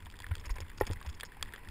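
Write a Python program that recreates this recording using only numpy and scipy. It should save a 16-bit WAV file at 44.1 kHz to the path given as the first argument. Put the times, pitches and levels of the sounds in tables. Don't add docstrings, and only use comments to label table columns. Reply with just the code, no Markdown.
import sys
import numpy as np
from scipy import signal
from scipy.fft import rfft, irfft, next_fast_len
from scipy.io import wavfile

SR = 44100
rng = np.random.default_rng(int(sys.argv[2]) if len(sys.argv) > 2 else 0)


def wav_out(sig):
    wavfile.write(sys.argv[1], SR, np.round(np.clip(np.atleast_2d(sig).T, -1, 1) * 32767).astype(np.int16))


N = 74970
T = np.arange(SR // 5) / SR


def amp(db):
    return 10 ** (np.asarray(db) / 20)


def unit_rms(x):
    return x / np.sqrt(np.mean(x ** 2) + 1e-20)


def unit_hit(x):
    return x * np.sqrt(0.003 * SR) / np.linalg.norm(x)


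def gain_curve(rows):
    return amp(np.interp(np.arange(N) / SR, *np.transpose(rows)))


def colour(x, spectrum, tilt_db_oct=0):
    size = 2 * next_fast_len(len(x))
    octave = np.log2(np.fft.rfftfreq(size, 1 / SR) + 1)
    hz, db = np.transpose(spectrum)
    tilt_db = tilt_db_oct * np.maximum(octave - np.log2(hz[0]), 0)
    gain = amp(np.interp(octave, np.log2(hz), db) + tilt_db)
    cepstrum = irfft(np.log(gain))
    cepstrum[1:size // 2] *= 2
    cepstrum[size // 2 + 1:] = 0
    return irfft(rfft(x, size) * np.exp(rfft(cepstrum)))[:len(x)]


def decay(t60_s):
    return 1000 ** (-T / t60_s)


def burst(t60_s):
    return unit_hit(rng.standard_normal(len(T)) * decay(t60_s))


def ring(modes):
    return sum(amp(db) * decay(t60_s) * np.sin(2 * np.pi * hz * T) for hz, db, t60_s in modes)


def place(events):
    track = np.zeros(N + SR)
    for start_s, sound in events:
        track[max(round(start_s * SR), 0):][:len(sound)] += sound
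    return track[:N]


# f/Hz, density/dB
RUMBLE_SPECTRUM = [(15, 3.5), (30, 5), (60, -4), (88, 0), (125, -14), (180, -16), (300, -21.5),
                   (700, -50.5)]
# t/s, level/dB
RUMBLE_ENVELOPE = [(0, -45.5), (.14, -51), (.27, -47), (.36, -46.5), (.62, -45.5), (.7, -48), (.95, -42),
                   (1.02, -52), (1.13, -45), (1.2, -50.5), (1.33, -54), (1.45, -45.5), (1.57, -54.5),
                   (1.7, -44)]


def rumble():
    return gain_curve(RUMBLE_ENVELOPE) * unit_rms(colour(rng.standard_normal(N), RUMBLE_SPECTRUM))


# t/s, level/dB, f/Hz, rise/s
BUMP_HITS = [(0.309, -25, 81.6, 0.011), (0.467, -33, 46, 0.0095), (0.505, -24, 35.7, 0.011),
             (0.604, -35.5, 79.5, 0.017), (0.809, -30.5, 38, 0.017), (0.813, -31.5, 87, 0.0085),
             (0.871, -45.5, 201, 0.0056), (0.895, -30.5, 92, 0.017), (.899, -35, 178, 0.0028),
             (0.889, -33.5, 44.6, 0.012), (1.065, -33, 70.2, 0.016)]


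def bumps():
    thumps = []
    for start_s, db, hz, rise_s in BUMP_HITS:
        swell = (T / rise_s * np.exp(1 - T / rise_s)) ** 2
        thumps.append((start_s, amp(db) * swell * np.sin(2 * np.pi * hz * T)))
    return place(thumps)


def metal(hz=12030, t60_s=0.09, re_bump_db=-37):
    tone = ring([(hz, 0, t60_s)])
    return place((start_s, amp(db + re_bump_db) * unit_hit(signal.fftconvolve(tone, burst(t60_s))))
                 for start_s, db, _, _ in BUMP_HITS)


# f/Hz, gain/dB
LINK_RESPONSE = [(1000, -7), (3000, -6), (4000, -10), (4750, -1), (5380, 6), (6000, -17), (6650, 4),
                 (7300, -6), (8000, -13), (11000, -18), (16000, -25)]


def chink(length_s, clacks_per_s=630, count=20):
    gaps, sizes = rng.uniform(0.5, 2, (2, count))
    times_s = (np.cumsum(gaps) - gaps[0]) / clacks_per_s
    impulses = sizes * rng.choice([-1, 1], count) * np.exp(-(times_s / length_s) ** 2)
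    clacks = place(zip(times_s, impulses[:, None]))[:len(T)]
    return unit_hit(colour(clacks, LINK_RESPONSE))


# t/s, level/dB, length/s
CHAIN_HITS = [(0.398, -53, .008), (0.457, -45.5, 0.011), (0.5027, -44.5, 0.013), (.558, -53.5, 0.0058),
              (0.605, -44.5, 0.009), (0.776, -49.5, 0.009), (0.802, -46, 0.012), (0.8676, -43.5, 0.011),
              (0.921, -48.5, 0.012), (1.063, -50.5, 0.009), (1.098, -50, 0.009), (1.148, -54, 0.006),
              (1.2515, -46, 0.014)]


def chain():
    return place((start_s, amp(db) * chink(length_s)) for start_s, db, length_s in CHAIN_HITS)


# f/Hz, gain/dB
BIKE_RESPONSE = [(500, -16), (1100, -0.5), (1700, 1.5), (2100, -5.5), (2570, 2.5), (2950, -2), (3380, 7),
                 (4100, -6), (4780, 1.5), (6000, -16), (7250, -1.5), (7900, -11.5), (8600, -2.5),
                 (10200, -13), (12000, -29), (14400, -10), (16000, -27)]


def tick(tilt_db_oct=0, scatter_db=1.3, tail_db=-2.5):
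    response = [(hz, db + scatter_db * rng.standard_normal()) for hz, db in BIKE_RESPONSE]
    strike = unit_hit(T == 0) + amp(tail_db) * burst(t60_s=0.015)
    return unit_hit(colour(strike, response, tilt_db_oct))


# t/s, level/dB, tilt/(dB/octave)
GRIT_HITS = [(.051, -59, 8), (0.059, -52.5, -0.5), (0.0658, -56, -5), (0.101, -51, -0.5),
             (.113, -56.5, -0.5), (.124, -56, -2), (.156, -58, -0.5), (.1675, -57, 2), (.19, -48.5, 0.5),
             (.2025, -46, -1), (0.2213, -48.5, -0.5), (0.2662, -45.5, -7.5), (0.3537, -40.5, 0.5),
             (0.3665, -53, -0.5), (0.3817, -52, 0), (.5852, -49, -5), (0.6045, -47.5, 1), (.7, -57, 3.5),
             (.784, -49, -1.5), (.82, -43, -5), (0.853, -51, -1), (0.8683, -42.5, 0), (0.873, -46.5, -3.5),
             (0.894, -50.5, -7), (.912, -45.5, -0.5), (0.9334, -42.5, 0), (1.0047, -54.5, -3),
             (1.028, -49, -1.5), (1.063, -49, -5.5), (1.092, -49, -0.5), (1.1286, -55, -1.5),
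             (1.2, -42.5, -1.5), (1.209, -37.5, 0.5), (1.3202, -65, 8), (1.427, -29, -0.5), (1.451, -57, 0),
             (1.4902, -61, -9), (1.524, -56, -1), (1.561, -46, -5.5), (1.6872, -47.5, -2)]


def grit():
    return place((start_s, amp(db) * tick(tilt)) for start_s, db, tilt in GRIT_HITS)


# f/Hz, density/dB
CRUSH_SPECTRUM = [(200, -5), (500, 5.5), (700, -7.5), (1100, 2.5), (1900, 13.5), (2600, -5), (3400, 1.5),
                  (4300, -10), (5200, -21), (6000, -24), (7000, -27), (10200, -5.5), (12000, -27),
                  (14000, -4), (16000, -24)]
# f/Hz, level/dB, t60/s
PING_MODES = [(2850, -39, 0.002), (3300, -8, 0.011), (8580, 2, 0.024), (10100, 9, 0.015), (13760, 6, 0.015)]


def ping(hz, cycles, crush_db, ring_db=-12.5, attack_s=0.00048):
    tone = np.sin(2 * np.pi * hz * T) * decay(cycles / hz) * (1 - np.exp(-T / attack_s))
    crush = unit_hit(colour(burst(t60_s=0.037), CRUSH_SPECTRUM))
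    high_ring = unit_hit(ring(PING_MODES))
    return unit_hit(unit_hit(tone) + amp(crush_db) * crush + amp(ring_db) * high_ring)


# t/s, level/dB, f/Hz
CRUMB_HITS = [(.067, -46.5, 952), (0.1402, -48, 1760), (.19, -56, 1840), (0.2025, -44.5, 1030),
              (0.232, -49, 2040), (0.2428, -38.5, 1765), (0.267, -46, 1700), (0.3168, -43, 1460),
              (.338, -49, 1980), (.44, -49.5, 1690), (0.494, -44.5, 1915), (0.5835, -44.5, 2200),
              (0.7, -48.5, 1890), (.716, -51, 1700), (0.959, -48.5, 2030), (0.971, -48, 1960),
              (1.0135, -46.5, 1100), (1.013, -50, 1620), (1.05, -48, 830), (1.2326, -35, 1773),
              (1.32, -48, 1790), (1.369, -49, 830), (1.41, -48.5, 1680), (1.427, -39.5, 1130),
              (1.4583, -49.5, 1930), (1.4902, -49, 1830), (1.537, -38, 1770), (1.55, -49, 1700),
              (1.5796, -47, 1880), (1.674, -47, 1870)]


def crumbs():
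    return place((start_s, amp(db) * ping(hz, cycles=22, crush_db=-3)) for start_s, db, hz in CRUMB_HITS)


def pops(per_s=105, spread_db=3, centre_hz=1934, spread_oct=0.43, edge_db=-6):
    count = round(per_s * N / SR)
    edge = amp(edge_db) * tick()
    grains = []
    for size, pitch, edge_gain in np.clip(rng.standard_normal((count, 3)), -2, 2):
        body = ping(centre_hz * 2 ** (spread_oct * pitch), cycles=21, crush_db=0)
        grains.append(amp(spread_db * size) * (body + edge_gain * edge))
    times_s = rng.random(count) * N / SR
    return unit_rms(place(zip(times_s, grains)))


# t/s, length/s, level/dB
CRUST_BREAKS = [(0.056, 0.013, -64), (0.309, 0.013, -45.5), (0.45, 0.024, -47), (0.493, 0.022, -47),
                (0.554, 0.025, -48), (0.599, 0.034, -52.5), (0.801, 0.011, -49.5), (0.825, 0.024, -50),
                (0.862, 0.026, -45.5), (0.887, 0.055, -54.5), (1.055, 0.018, -49.5)]
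# f/Hz, density/dB
CRUST_SPECTRUM = [(150, -6.5), (450, 1.5), (700, -4), (1000, 8.5), (1250, -3.5), (1600, 1), (2300, 2.5),
                  (3500, -13.5), (5200, -26), (6000, -31), (7000, -28.5), (10200, -10), (12000, -35),
                  (14200, -12), (16000, -37)]


def crunches(grains_per_s=2200, spread_db=2):
    pressure = place((start_s, amp(db) * np.sqrt(abs(np.sin(np.pi * np.minimum(T / length_s, 1)))))
                     for start_s, length_s, db in CRUST_BREAKS)
    sizes = amp(spread_db * np.clip(rng.standard_normal(N), -2, 2))
    signs = rng.choice([-1, 1], N)
    breaks = rng.random(N) < grains_per_s / SR
    return pressure * unit_rms(colour(sizes * signs * breaks, CRUST_SPECTRUM))


# t/s, level/dB
ROLL_ENVELOPE = [(0.0, -60), (0.132, -59.5), (0.26, -59.5), (0.42, -56.5), (0.62, -59.5), (0.95, -58.5),
                 (1.23, -58.5), (1.7, -55.5)]
# f/Hz, density/dB
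SNOW_SPECTRUM = [(120, 2), (260, 2), (450, 1), (650, -7.5), (1000, 4), (1300, -8.5), (1850, -3), (2600, -6),
                 (3400, -18.5), (4300, -19), (5200, -17.5), (6000, -42), (7000, -25.5), (10200, -18.5),
                 (12000, -28), (14000, -19), (16000, -34)]


def tyres(hush_db=-1.82, pops_db=-5.5):
    hush = unit_rms(colour(rng.standard_normal(N), SNOW_SPECTRUM))
    return crunches() + gain_curve(ROLL_ENVELOPE) * (amp(hush_db) * hush + amp(pops_db) * pops())


# f/Hz, level/dB, t60/s
MOUNT_MODES = [(408, -25.5, 0.052), (507, -15.5, 0.02), (725, -22, 0.013), (844, -29, 0.071),
               (1038, -34, 0.046), (1360, -29.5, 0.023), (1850, -22.5, 0.022)]
# f/Hz, density/dB
BUZZ_SPECTRUM = [(3000, -5), (9000, -30), (10000, 4), (11200, -2), (12000, 5), (12900, -6), (13900, 2),
                 (15000, -27)]
# t/s, level/dB, contact/s
MOUNT_HITS = [(0.368, -29, 0.0014), (0.584, -26, 0.00025), (0.603, -24, .0002), (0.8108, 0.5, 0.00022),
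              (0.9013, -22.5, 0.00018), (0.9042, -2, 0.0029), (0.9119, -23.5, 0.00046)]


def mount(band_hz=(330, 2160), buzz_db=-37.5):
    bandpass = signal.butter(3, band_hz, "band", fs=SR, output="sos")
    response = signal.sosfilt(bandpass, ring(MOUNT_MODES))
    shortest_s = min(contact_s for _, _, contact_s in MOUNT_HITS)
    knocks = []
    for start_s, db, contact_s in MOUNT_HITS:
        force = np.sin(np.pi * np.minimum(T / contact_s, 1))
        body = signal.fftconvolve(response, force / force.sum())[:len(T)]
        buzz = unit_hit(colour(burst(t60_s=0.034), BUZZ_SPECTRUM))
        hardness = shortest_s / contact_s
        knocks.append((start_s, amp(db) * (body + hardness * amp(buzz_db) * buzz)))
    return place(knocks)


def scene():
    return (tyres() + grit() + crumbs() + chain() + mount() + metal() + bumps() + rumble())[None]


def record(dry):
    cutoff_hz = 15700
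    size = next_fast_len(N + SR // 2)
    passband = np.fft.rfftfreq(size, 1 / SR) < cutoff_hz
    return irfft(rfft(dry, size) * passband, size)[:, :N]


dry = scene()
out = record(dry)
wav_out(out)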